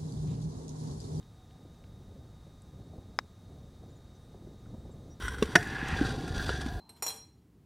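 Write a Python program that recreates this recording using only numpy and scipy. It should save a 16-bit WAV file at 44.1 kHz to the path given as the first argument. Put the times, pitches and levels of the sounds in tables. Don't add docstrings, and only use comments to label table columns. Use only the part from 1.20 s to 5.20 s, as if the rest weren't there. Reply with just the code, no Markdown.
import sys
import numpy as np
from scipy import signal
from scipy.fft import rfft, irfft, next_fast_len
from scipy.io import wavfile
from scipy.ndimage import map_coordinates

SR = 44100
rng = np.random.default_rng(int(sys.argv[2]) if len(sys.argv) > 2 else 0)


def wrap_up_sound(samples):
    columns = np.atleast_2d(samples).T
    tamed = np.clip(columns, -1, 1)
    steps = np.round(tamed * 32767).astype(np.int16)
    wavfile.write(sys.argv[1], SR, steps)


N = 176400

# frequency_hz, gain_db
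RADIATION_RESPONSE = [(150, -25.5), (300, -5.5), (500, 4.5), (700, 10), (1100, 16), (1700, 18.5),
                      (2300, 23.5), (3400, 25.5), (4300, 30.5), (4950, 44), (5900, 36.5), (6900, 34.5),
                      (10000, 23.5), (14000, 38)]
# frequency_hz, level_db, t60_s
HEAD_MODES = [(1077, -40, .017), (3828, -43, .035)]
# frequency_hz, gain_db
TURF_RESPONSE = [(200, -19), (500, -12), (800, -29), (1100, -10), (1750, -8.5), (2600, -18.5), (5000, -24),
                 (6500, -24), (9000, -35), (14000, -40)]
# frequency_hz, left_minus_right_db
EAR_DIFFERENCE = [(500, 3.5), (1500, 5), (3400, 4), (5000, 7), (7000, 2)]
PUTT_S, PUTT_GAIN_DB, LEFT_LEAD_S = 1.98893, -0.5, .00002
CONTACT_S, FORCE_EXPONENT = .000625, 1.505
SCATTER_GAIN_DB, SCATTER_T60_S = 1.5, .03

# time_s, strength_db
GUST_CURVE = [(0.0, -61.5), (0.25, -62), (0.44, -54.5), (0.55, -59), (0.8, -55), (1.0, -53.5),
              (1.15, -57.5), (1.27, -58.5), (1.37, -60.5), (1.58, -53.8), (1.79, -50), (1.96, -57),
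              (2.18, -61.5), (2.36, -51.8), (2.55, -59), (2.68, -53.1), (2.93, -59.5), (3.15, -53.5),
              (3.3, -51), (3.42, -55.5), (3.54, -48.5), (3.6, -52.5), (3.68, -50), (3.82, -52),
              (3.9, -49.5), (4.0, -59.5)]
# centre_s, level_db
EDDY_BUMPS = [(.455, -51), (.92, -55), (1.272, -52), (1.737, -48), (1.786, -48), (2.3, -52), (2.637, -51),
              (3.148, -46), (3.225, -53), (3.274, -51), (3.546, -41.5), (3.657, -46), (3.698, -46.5)]
# frequency_hz, relative_db
RUMBLE_SPECTRUM = [(12, -34.5), (20, -8.5), (59, 1.5), (97, 2), (149, -1.5), (500, -23), (650, -38),
                   (1100, -120)]
BUFFET_SPECTRUM = [(40, -25), (110, -2), (180, -1), (300, -4.5), (500, -9), (750, -15), (1100, -31.5),
                   (2000, -62.5), (4000, -50)]
EDDY_SPECTRUM = [(60, -4), (200, 1.5), (430, 1), (700, -8), (950, -16.5), (1400, -33.5), (3000, -60)]
RUMBLE_DB, RUMBLE_GUST_SHARE = -51.5, 0.63
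BUFFET_GAIN_DB, FLUTTER_DB, EDDY_HALF_WIDTH_S = -4.5, 1.5, 0.0062

# start_s, level_db, centre_hz, width_octaves
TICK_BURSTS = [(0.028, -61, 2770, 0.78), (.309, -64, 2400, 0.67), (.544, -66, 3000, 0.83),
               (.640, -57.5, 1970, 0.73), (.834, -60.5, 1200, 0.66), (1.419, -58.5, 8500, 0.24),
               (2.689, -65, 5200, .3), (3.459, -55.5, 1290, 0.5)]
TICK_T60_S = 0.022

# start_s, length_s, start_pitch_hz, end_pitch_hz, level_db
BIRD_NOTES = [(.15, .12, 747, 754, -65.5), (.3, 0.083, 748, 760, -64.5), (2.695, 0.032, 7350, 6900, -73),
              (2.752, .033, 7050, 6750, -70), (2.945, 0.036, 6200, 5950, -72),
              (2.97, 0.16, 9100, 8550, -81), (3.708, .033, 7500, 7360, -68.5),
              (3.895, 0.058, 5680, 5900, -62)]
TWITTER_SPAN_S, TWITTER_RANGE_HZ, TWITTER_COUNT, TWITTER_DB = (3.3, 3.9), (4900, 8750), 26, -81
TWITTER_NOTE_S, TWITTER_GLIDE_HZ, WARBLE_SHARE = 0.032, 300, .009

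# frequency_hz, relative_db
HISS_SPECTRUM = [(100, 9.5), (500, 7.5), (740, 11.5), (950, 6.5), (1400, 3.5), (2000, -0.5), (2600, -5.5),
                 (3100, -4.5), (3600, 1.5), (3950, -3.5), (4400, -3.5), (4750, -1), (5400, -4.5),
                 (6100, -1), (6900, -6), (7800, -5.5), (9200, -9.5), (9900, -7.5), (10700, -13),
                 (15500, -14)]
# pitch_hz, rms_db, phase_jitter_rad
CAMERA_TONES = [(879, -86, .1), (1056, -87.5, .1), (1226, -79, .2), (3747, -76, 0.87), (15622, -103, .5)]
# centre_hz, rms_db, half_width_hz
WHIRR_RESONANCES = [(3754, -83.5, 81), (4077, -86.5, 25), (4250, -87.5, 29)]
HISS_DB, JITTER_RATE_HZ, BAND_LIMIT_HZ = -67, 110, 15900


def putt():
    t = np.arange(SR // 10) / SR
    force = np.abs(np.sin(np.pi * np.minimum(t / CONTACT_S, 1))) ** FORCE_EXPONENT
    click = np.convolve(force / force.sum(), minimum_phase(RADIATION_RESPONSE))[:len(t)]
    ring = sum(amp(db - 60 * t / t60) * np.sin(2 * np.pi * hz * t) for hz, db, t60 in HEAD_MODES)
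    echoes = rng.standard_normal(len(t)) * amp(-60 * t / SCATTER_T60_S) * (t > 2 * CONTACT_S)
    echoes /= np.linalg.norm(echoes)
    scatter = signal.fftconvolve(minimum_phase(TURF_RESPONSE), echoes)[:len(t)]
    track = np.zeros(N)
    add(track, PUTT_S, amp(PUTT_GAIN_DB) * (click + ring + amp(SCATTER_GAIN_DB) * scatter))
    return track


def from_left(sound):
    sides = np.array([[.5], [-.5]])

    def ears(hz):
        gain = amp(sides * along(EAR_DIFFERENCE, hz))
        return gain * np.exp(2j * np.pi * hz * sides * LEFT_LEAD_S)
    return filtered(sound, ears)


def wind():
    t = np.arange(N) / SR
    gust_db = np.interp(t, *np.transpose(GUST_CURVE))
    swing_db = gust_db - gust_db.mean()
    rumble = amp(RUMBLE_DB + RUMBLE_GUST_SHARE * swing_db) * coloured(RUMBLE_SPECTRUM)
    flutter_db = FLUTTER_DB * wobble(rate_hz=60)
    buffet = amp(BUFFET_GAIN_DB + gust_db + flutter_db) * coloured(BUFFET_SPECTRUM)
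    bumps = sum(amp(db) * np.exp(-((t - s) / EDDY_HALF_WIDTH_S) ** 2) for s, db in EDDY_BUMPS)
    return rumble + buffet + bumps * coloured(EDDY_SPECTRUM)


def ticks():
    track, t = np.zeros(N), np.arange(SR // 10) / SR
    for start_s, db, centre_hz, octaves in TICK_BURSTS:
        band = noise(lambda hz: np.exp(-.5 * (np.log2((hz + 1) / centre_hz) / octaves) ** 2))
        add(track, start_s, amp(db - 60 * t / TICK_T60_S) * band[:len(t)])
    return track


def birds():
    track = np.zeros(N)
    low, high = np.transpose([TWITTER_SPAN_S, TWITTER_RANGE_HZ, (-1, 1)])
    twitter = [(start_s, TWITTER_NOTE_S, hz, hz + TWITTER_GLIDE_HZ * bend, TWITTER_DB)
               for start_s, hz, bend in rng.uniform(low, high, (TWITTER_COUNT, 3))]
    for start_s, length_s, start_hz, end_hz, db in list(BIRD_NOTES) + twitter:
        progress = np.linspace(0, 1, int(length_s * SR))
        glide_hz = start_hz + (end_hz - start_hz) * progress
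        warble = 1 + WARBLE_SHARE * wobble(rate_hz=300)[:len(progress)]
        phase = 2 * np.pi * np.cumsum(glide_hz * warble) / SR
        add(track, start_s, amp(db) * np.sin(np.pi * progress) * np.sin(phase))
    return track


def camera():
    t = np.arange(N) / SR
    tones = sum(amp(db) * unit(np.sin(2 * np.pi * hz * t + jitter * wobble(JITTER_RATE_HZ)))
                for hz, db, jitter in CAMERA_TONES)
    whirr = sum(amp(db) * noise(lambda hz: 1 / (1 + ((hz - centre_hz) / half_width_hz) ** 2))
                for centre_hz, db, half_width_hz in WHIRR_RESONANCES)
    return amp(HISS_DB) * coloured(HISS_SPECTRUM) + tones + whirr


def amp(db):
    return 10 ** (np.asarray(db) / 20)


def unit(x):
    return x / np.sqrt(np.mean(x ** 2) + 1e-30)


def along(points, hz):
    knots_hz, values = np.transpose(points)
    return np.interp(np.log(hz + 1), np.log(knots_hz + 1), values)


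def wobble(rate_hz):
    knots = rng.standard_normal(int(N * rate_hz / SR) + 4)
    return map_coordinates(knots, [np.arange(N) * rate_hz / SR])


def filtered(x, response):
    size = next_fast_len(N + SR // 2)
    return irfft(rfft(x, size) * response(np.fft.rfftfreq(size, 1 / SR)), size)[..., :N]


def noise(response):
    return unit(filtered(rng.standard_normal(N), response))


def coloured(points):
    return noise(lambda hz: amp(along(points, hz)))


def minimum_phase(points, size=4096):
    magnitude = amp(along(points, np.fft.rfftfreq(size, 1 / SR)))
    cepstrum = irfft(np.log(magnitude))
    causal_fold = np.r_[1, np.full(size // 2 - 1, 2), 1, np.zeros(size // 2 - 1)]
    return irfft(np.exp(rfft(cepstrum * causal_fold)))


def add(track, start_s, sound):
    part = track[max(round(start_s * SR), 0):][:len(sound)]
    part += sound[:len(part)]


def scene():
    return from_left(putt()) + wind() + camera() + ticks() + birds()


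def record(dry):
    return filtered(dry, lambda hz: 1 / np.sqrt(1 + (hz / BAND_LIMIT_HZ) ** 200))


dry = scene()
out = record(dry)
wrap_up_sound(out)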